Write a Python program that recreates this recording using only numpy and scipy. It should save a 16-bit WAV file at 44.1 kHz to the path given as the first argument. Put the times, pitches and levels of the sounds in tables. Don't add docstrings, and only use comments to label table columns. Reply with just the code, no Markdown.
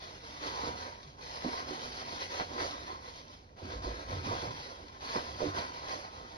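import sys
import numpy as np
from scipy import signal
from scipy.fft import rfft, irfft, next_fast_len
from scipy.io import wavfile
from scipy.ndimage import uniform_filter1d, map_coordinates

SR = 44100
rng = np.random.default_rng(int(sys.argv[2]) if len(sys.argv) > 2 else 0)


def wrap_up_sound(samples):
    columns = np.atleast_2d(samples).T
    tamed = np.clip(columns, -1, 1)
    steps = np.round(tamed * 32767).astype(np.int16)
    wavfile.write(sys.argv[1], SR, steps)


N = 280899


def amp(db):
    return 10 ** (np.asarray(db) / 20)


def unit(x):
    return x / np.sqrt(np.mean(x ** 2) + 1e-20)


def along(points, hz, axis=1):
    table = np.transpose(points)
    return np.interp(np.log(hz + 1), np.log(table[0] + 1), table[axis])


def bell(hz, centre_hz, width_octaves):
    return np.exp(-.5 * (np.log2(hz / centre_hz) / width_octaves) ** 2)


def wobble(rate_hz):
    knots = rng.standard_normal(int(N * rate_hz / SR) + 4)
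    return map_coordinates(knots, [np.arange(N) * rate_hz / SR])


def filtered(x, response):
    n = x.shape[-1]
    m = next_fast_len(n + 8192)
    return irfft(rfft(x, m) * response(np.fft.rfftfreq(m, 1 / SR)), m)[..., :n]


def add(track, start_s, sound):
    part = track[..., max(round(start_s * SR), 0):][..., :sound.shape[-1]]
    part += sound[..., :part.shape[-1]]


# (frequency [Hz], left minus right [dB], left phase lead [rad], coherence [0-1])
STEREO_IMAGE = [(60, 0, 0, 0.99), (130, 2.5, -0.2, 0.95), (240, -4.5, -0.0, 0.93), (390, -9.1, -0.2, 0.91),
                (540, -13.1, 0.9, 0.86), (780, -5.4, 2.2, 0.85), (1050, -1.3, 2.6, 0.96),
                (1500, 2.4, 2.7, 0.79), (2000, 3.8, 3.0, 0.18), (2700, 0.0, 3.5, 0.54),
                (3300, 0.3, 4.4, 0.1), (4300, 0.6, 6.3, 0.64), (5900, -0.8, 4.3, 0.34),
                (7200, 0.7, 3.1, 0.81), (10500, -0.0, 6.1, 0.86)]


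def stereo(pair):
    def response(hz):
        balance_db, lead_rad, coherence = (along(STEREO_IMAGE, hz, axis) for axis in (1, 2, 3))
        turn = np.arccos(np.clip(coherence, 0, 1)) / 2
        left = amp(balance_db) * np.exp(1j * lead_rad)
        mix = np.array([[left * np.cos(turn), left * np.sin(turn)], [np.cos(turn), -np.sin(turn)]])
        return mix * np.sqrt(2 / (1 + amp(balance_db) ** 2))
    return filtered(pair, response).sum(axis=1)


# (frequency [Hz], relative density [dB per Hz])
BACKGROUND_SPECTRUM = [(25, -5), (60, 9.5), (100, 2.5), (190, -2), (300, -3), (1000, -9), (1400, -25),
                       (3000, -25), (5000, -31), (7000, -70), (13000, -49)]


def kitchen(hum_hz=88, hum_db=-62, background_db=-58.5):
    noise = rng.standard_normal((2, N))
    background = stereo(filtered(noise, lambda hz: amp(along(BACKGROUND_SPECTRUM, hz))))
    waver_rad = 1.4 * wobble(7.9)
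    hum = np.sin(2 * np.pi * hum_hz * np.arange(N) / SR + waver_rad)
    return amp(background_db) * unit(background) + amp(hum_db) * hum


GRIP_S, COAST_DB_PER_S = 0.028, 111


def gesture(length_s, db, swell_db=0):
    t = np.arange(int((length_s + .5) * SR)) / SR
    swell = swell_db * (np.clip(t / length_s, 0, 1) - .5)
    coast = COAST_DB_PER_S * np.maximum(t - length_s, 0)
    return amp(db + swell - coast) ** 2 * np.clip(t / GRIP_S, 0, 1)


# (start [s], length [s], relative level [dB])
PANEL_BENDS = [(0.465, 0.27, -52), (1.55, 1.48, -58.5), (3.617, 0.28, -51), (4.07, 0.44, -45),
               (5.267, 0.33, -50.5)]


def flexing(rasp_db, sway_db=-59, sway_db_per_rasp_db=0.27):
    power = amp(sway_db + sway_db_per_rasp_db * (rasp_db - rasp_db.mean())) ** 2
    for start_s, length_s, db in PANEL_BENDS:
        add(power, start_s, gesture(length_s, db))
    return 10 * np.log10(power)


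# (frequency [Hz], relative density [dB per Hz])
PANEL_SPECTRUM = [(20, -55), (35, -16), (54, 0), (90, 4), (118, -7), (150, 0), (220, -28), (400, -92)]
# (time [s], relative level [dB], pitch [Hz])
COUNTER_THUDS = [(.681, -38, 76), (1.067, -41.5, 139), (1.401, -43, 88), (2.445, -40, 87.5),
                 (3.626, -38, 84), (3.755, -35, 54), (3.858, -27.5, 54.7), (4.045, -42, 65.6),
                 (4.114, -32, 93), (4.166, -35, 87), (4.285, -30, 100), (4.3, -34, 146), (4.405, -35, 75.4),
                 (4.47, -30, 120), (5.151, -42, 80), (5.157, -38, 148), (5.301, -37.5, 71),
                 (5.46, -33.5, 147), (5.475, -29.5, 94.5)]


def bass(flex_db, attack_s=0.0062, apart_db=-14, thud_cycles_to_60db=23):
    noise = rng.standard_normal((2, N))
    sway, across = unit(filtered(noise, lambda hz: amp(along(PANEL_SPECTRUM, hz))))
    across = filtered(across, lambda hz: hz / 100)
    track = amp(flex_db - 2.0) * (sway + amp(apart_db) * np.array([across, -across]))
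    t = np.arange(SR // 2) / SR
    for start_s, db, pitch_hz in COUNTER_THUDS:
        t60_s = thud_cycles_to_60db / pitch_hz
        level = amp(db - 3.0 - 60 * t / t60_s) * (1 - np.exp(-t / attack_s))
        add(track, start_s, level * np.sin(2 * np.pi * pitch_hz * t))
    return track


# (time [s], relative level [dB], pitch [Hz])
CREASE_SNAPS = [(.347, -42, 3800), (.438, -32, 3000), (1.0311, -37, 4900), (1.076, -43, 4300),
                (1.224, -39, 4230), (1.338, -37, 4100), (1.4212, -35, 2300), (1.572, -34, 4100),
                (1.794, -33, 3000), (1.9964, -32, 4400), (2.227, -29, 4100), (2.4, -25, 2000),
                (2.413, -25.5, 1800), (2.5346, -35, 5200), (2.582, -31, 2000), (2.6025, -24, 2000),
                (2.627, -34, 1700), (2.655, -35, 2200), (2.7107, -29.5, 5000), (3.281, -41.5, 4000),
                (4.006, -40, 3500), (4.1115, -35, 2500), (4.151, -37, 3500), (4.45, -43, 1800),
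                (4.6, -34, 4120), (4.883, -40, 3500), (4.948, -48, 3500), (5.008, -42, 3000),
                (5.09, -30, 3200), (5.1233, -30.5, 4300), (5.158, -28, 1500), (5.3797, -41, 4400),
                (5.453, -33, 2000), (5.5383, -37, 2000), (5.586, -25.5, 3000), (5.8854, -31, 4400),
                (6.05, -38, 3500)]


def snaps(tail_t60_s=0.11, crack_t60_s=0.0021, crack_db=7, width_octaves=0.83, lead_s=1 / 100):
    track, t = np.zeros((2, N)), np.arange(SR // 5) / SR
    fade = amp(-60 * t / tail_t60_s) + amp(crack_db - 60 * t / crack_t60_s)
    for start_s, db, pitch_hz in CREASE_SNAPS:
        tick = fade * rng.standard_normal((2, len(t)))
        tick = np.pad(tick, ((0, 0), (round(lead_s * SR), 0)))

        def colour(hz):
            return amp(along(RUB_SPECTRUM, hz) + 9.5) * bell(hz + 1, pitch_hz, width_octaves)
        add(track, start_s - lead_s, amp(db) * filtered(tick, colour))
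    return stereo(track)


def scatter(t, decay_s):
    fade = amp(-30 * t / decay_s)
    spectrum = rfft(rng.standard_normal((2, len(t))) * fade ** 2)
    return irfft(spectrum / np.abs(spectrum), len(t)) * fade


# (frequency [Hz], width [Hz], relative level [dB])
BOX_MODES = [(151, 61, -2), (215.5, 16, -3), (248.5, 22.5, 4.5), (298.5, 17.5, 2), (371.4, 31, 0.5),
             (494.2, 23.7, -0.5), (531, 36, -1.5), (595.7, 24, -2), (692, 30, -1), (750, 49, -2),
             (958, 39, 7), (1047, 54, 10.5)]


def hollow(hz):
    return sum(amp(db) * 1j * hz * width_hz / (mode_hz ** 2 - hz ** 2 + 1j * hz * width_hz)
               for mode_hz, width_hz, db in BOX_MODES)


# (time [s], relative level [dB], pitch [Hz], spread over modes [octaves], rise [s])
BOX_KNOCKS = [(0.456, -47, 480, .5, .003), (.586, -43, 620, 0.45, .002), (0.633, -38, 540, 0.64, 0.003),
              (0.664, -37, 680, 0.62, .003), (.683, -37, 620, 0.87, .002), (1.228, -52, 480, 0.5, .003),
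              (1.444, -35.5, 640, .5, .001), (1.447, -33, 275, 0.21, .002), (1.459, -32, 275, .25, .0022),
              (1.471, -38, 850, .5, .001), (1.482, -41, 340, .4, .002), (1.531, -36, 900, .35, .002),
              (1.707, -39.5, 393, 0.25, 0.0019), (1.83, -45, 500, 0.68, .003),
              (2.126, -45, 480, 0.41, .0024), (2.397, -32.5, 700, 0.36, 0.0018),
              (2.409, -37, 600, .55, .0006), (2.585, -42, 606, 0.57, .001), (2.606, -38, 520, .6, .005),
              (2.626, -39.5, 600, 0.37, 0.0018), (2.903, -39, 1080, 0.089, 0.011),
              (3.614, -44, 450, 0.58, 0.0053), (3.645, -43.5, 250, 0.26, 0.0032),
              (3.715, -43, 480, 0.41, 0.014), (3.865, -38, 480, 0.44, 0.0087), (3.9, -41.5, 536, .4, .0039),
              (3.985, -47, 590, 0.65, .002), (4.121, -41.5, 500, .5, 0.0065), (4.165, -46, 500, 0.4, .0033),
              (4.261, -40, 330, 0.75, 0.0058), (4.308, -31.5, 640, 0.6, 0.0064),
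              (4.345, -40, 700, .5, .0051), (4.425, -38, 507, 0.57, 0.0034),
              (4.454, -38, 540, 0.44, 0.0021), (4.83, -51, 400, 0.42, .005),
              (5.156, -31.5, 527, 0.65, 0.0034), (5.405, -35, 640, .45, 0.00087),
              (5.418, -29.5, 560, .25, 0.0017), (5.429, -33.5, 345, 0.17, .002),
              (5.435, -34, 477, .25, .0012), (5.455, -34.5, 305, 0.13, .0015),
              (5.461, -38, 600, 0.6, 0.0022), (5.58, -35.5, 620, 0.76, .0039), (5.743, -45, 686, .5, .002),
              (5.928, -41, 620, 0.39, 0.0037)]


def knocks(wet=0.48, drift_db=0.5, early_s=0.023, soft_hz=2200, decay_s=0.14, decay_per_rise=25):
    track, t = np.zeros((2, N)), np.arange(SR // 3) / SR
    modes = np.array([np.sin(2 * np.pi * hz * t) * np.exp(-np.pi * width_hz * t)
                      for hz, width_hz, _ in BOX_MODES])
    mode_hz, _, mode_db = np.transpose(BOX_MODES)
    for start_s, db, pitch_hz, spread_octaves, rise_s in BOX_KNOCKS:
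        share = bell(mode_hz, pitch_hz, spread_octaves)
        drift = drift_db * rng.standard_normal(len(BOX_MODES))
        ring = (share * amp(mode_db + drift)) @ modes
        echoes = scatter(t, decay_s + decay_per_rise * rise_s)
        tail = signal.fftconvolve(ring[None], echoes, axes=1)[:, :len(t)]
        blow = unit(ring) * np.array([[1], [0]]) + wet * unit(tail)
        blow *= 1 - np.exp(-t / rise_s)
        early_rms = np.std(blow[0, t < early_s + rise_s])
        add(track, start_s, amp(db - 3.5) * blow / early_rms)
    return stereo(filtered(track, lambda hz: 1 / (1 + (hz / soft_hz) ** 4)))


def crinkles(hiss_db, rate_hz=22, level_db=-16.5, spread_db=6, t60_s=0.062,
             width_octaves=0.43, settle_db=-62):
    track, t = np.zeros((2, N)), np.arange(SR // 12) / SR
    for when, pitch, size in rng.random((int(rate_hz * N / SR), 3)):
        centre_hz = 1300 * 4 ** pitch
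        burst = amp(-60 * t / t60_s) * rng.standard_normal((2, len(t)))
        flick = filtered(burst, lambda hz: bell(hz + 1, centre_hz, width_octaves))
        slide_db = max(hiss_db[int(when * N)], settle_db)
        add(track, when * N / SR, amp(slide_db + level_db + spread_db * size) * unit(flick))
    return stereo(filtered(track, lambda hz: 1 / (1 + (hz / 6200) ** 16)))


# (start [s], length [s], relative fibre hiss level [dB],
# swell from start to end [dB], pressure as rasp over hiss [dB])
BOARD_STROKES = [(0.0, 0.23, -55, -8.5, -3.5), (0.231, 0.23, -53.5, -1, -3), (0.404, 0.072, -46.5, 3, -2),
                 (0.506, 0.17, -49, 5.5, 0.5), (0.755, 0.065, -50.5, 1, -2.5),
                 (0.839, 0.068, -55, -2.5, 1.5), (0.93, 0.082, -61.5, -3, -3),
                 (1.007, 0.1, -61.5, -1, -2.5), (1.167, .03, -61.5, 2, 1), (1.206, 0.17, -51, 3, -3.5),
                 (1.397, 0.2, -48.5, 3.5, 0), (1.656, 0.1, -49.5, 3.5, 0), (1.787, 0.07, -49, 3.5, -4.5),
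                 (1.894, 0.12, -50, 4, -2), (2.05, 0.11, -49, 2.5, -2), (2.19, 0.071, -45.5, -6, -5),
                 (2.295, 0.091, -46, 3.5, -1.5), (2.47, 0.15, -52, 8.5, 2), (2.581, 0.066, -43.5, 0, -2.5),
                 (2.682, 0.089, -53, -1.5, 2), (2.781, 0.086, -54.5, 0.5, -3.5),
                 (2.863, 0.066, -53.5, -2.5, 1.5), (3.005, 0.08, -56, 4, -2.5),
                 (3.131, 0.071, -55, -0.5, -4.5), (3.29, 0.041, -58.5, 0.5, -5.5),
                 (3.562, 0.17, -56.5, 11.5, 1.5), (3.818, 0.22, -51.5, -3.5, 1),
                 (4.079, 0.26, -52, -6, 0.5), (4.231, .23, -47.5, -0.5, -0.5), (4.49, 0.12, -54, 7.5, -3),
                 (4.623, 0.28, -57, -9, -1), (4.917, 0.08, -61.5, -4, 2.5), (4.997, 0.17, -47.5, 7, -0.5),
                 (5.2, 0.22, -53.5, 1, -1), (5.381, .11, -49.5, 0.5, 1), (5.538, 0.045, -45.5, 4, 2),
                 (5.66, 0.063, -56.5, -3, 1.5), (5.726, 0.064, -51.5, -1.5, -1.5),
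                 (5.804, 0.063, -54, 3, 2), (5.87, 0.063, -47.5, 4, -0.5), (5.998, 0.055, -55, -2.5, 3),
                 (6.115, 0.34, -58, -2, 0.5)]


def sliding(rest_db=-72):
    hiss, rasp = np.full((2, N), amp(rest_db) ** 2)
    for start_s, length_s, db, swell_db, press_db in BOARD_STROKES:
        power = gesture(length_s, db, swell_db)
        add(hiss, start_s, power)
        add(rasp, start_s, power * amp(press_db) ** 2)
    return 10 * np.log10(hiss), 10 * np.log10(rasp)


def slips(rate_hz, spread_db, smooth):
    sizes = amp(spread_db * rng.standard_normal((2, N))) * rng.choice([-1, 1], (2, N))
    releases = (rng.random((2, N)) < rate_hz / SR) * sizes
    return unit(releases) + smooth * rng.standard_normal((2, N))


def smoothed_noise(shape, bins, frames):
    noise = uniform_filter1d(rng.standard_normal(shape), size=bins, axis=0)
    return unit(uniform_filter1d(noise, size=frames, axis=1))


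def patchy(x, depth_db, ripple_db=2.5):
    z = signal.stft(x, nperseg=2048)[2]
    broad = smoothed_noise(z.shape[1:], bins=14, frames=3)
    fine = smoothed_noise(z.shape[1:], bins=2, frames=9)
    return signal.istft(z * amp(depth_db * broad + ripple_db * fine), nperseg=2048)[1][:, :N]


# (frequency [Hz], relative density [dB per Hz])
RUB_SPECTRUM = [(150, -13), (280, -3.5), (600, -1.5), (860, -2), (1040, -1.5), (1220, -8), (2000, -11),
                (3000, -17.5), (4200, -14.5), (5300, -17), (6100, -20.5), (6700, -25), (7200, -86),
                (8800, -39), (10000, -37.5), (13000, -53)]


def rubbed(force, colour):
    contact = patchy(force, depth_db=1.5)
    sound = stereo(filtered(contact, lambda hz: amp(along(RUB_SPECTRUM, hz)) * colour(hz)))
    return sound / np.std(sound.mean(axis=0))


def scrape(hiss_db, rasp_db, flex_db, split_hz=2300, ring=0.44, boom_db=-4):
    judder = wobble(55)

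    def low(hz):
        return 1 / np.sqrt(1 + (hz / split_hz) ** 6)

    def board(hz):
        return low(hz) * (1 + ring * np.abs(hollow(hz))) * hz ** 2 / (hz ** 2 + 280 ** 2)

    def fibres(hz):
        return np.sqrt(1 - low(hz) ** 2)

    def cavity(hz):
        return hollow(hz) / (1 + (hz / 600) ** 2)

    rasp = rubbed(slips(rate_hz=600, spread_db=1.5, smooth=1.0), board)
    hiss = rubbed(slips(rate_hz=1300, spread_db=0.5, smooth=1.0), fibres)
    boom = rubbed(slips(rate_hz=230, spread_db=1.5, smooth=0.98), cavity)
    return (rasp * amp(rasp_db + 1.5 + 0.72 * judder)
            + hiss * amp(hiss_db + .5 * judder + 0.12 * wobble(130))
            + boom * amp((flex_db + rasp_db) / 2 + boom_db))


def scene():
    hiss_db, rasp_db = sliding()
    flex_db = flexing(rasp_db)
    background = kitchen() + bass(flex_db)
    events = snaps() + knocks()
    return background + events + crinkles(hiss_db) + scrape(hiss_db, rasp_db, flex_db)


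# (frequency [Hz], width [Hz], mid gain [dB], side gain [dB])
PHONE_PEAKS = [(1000, 22, 2.5, 1), (1090, 45, -3, -.5), (1185, 25, -2, -2.5), (1275, 55, 3.5, 2.5),
               (1385, 45, 0, 2.5), (1570, 50, 3.5, 2), (1780, 100, -2, .5), (1965, 40, 3.5, -1),
               (2100, 50, -1.5, 0), (2830, 130, -2.5, 0), (3080, 100, 1, -3), (3730, 200, -2.5, 0),
               (4170, 170, 0, -1.5), (5650, 170, -2, 0)]


def pickup(x):
    def response(hz):
        return amp(sum(np.outer([mid_db, side_db], np.exp(-.5 * ((hz - centre_hz) / width_hz) ** 2))
                       for centre_hz, width_hz, mid_db, side_db in PHONE_PEAKS))
    mid, side = filtered(np.array([x[0] + x[1], x[0] - x[1]]) / 2, response)
    return np.array([mid + side, mid - side])


def record(dry, top_hz=13200):
    return filtered(pickup(dry), lambda hz: hz < top_hz)


dry = scene()
out = record(dry)
wrap_up_sound(out)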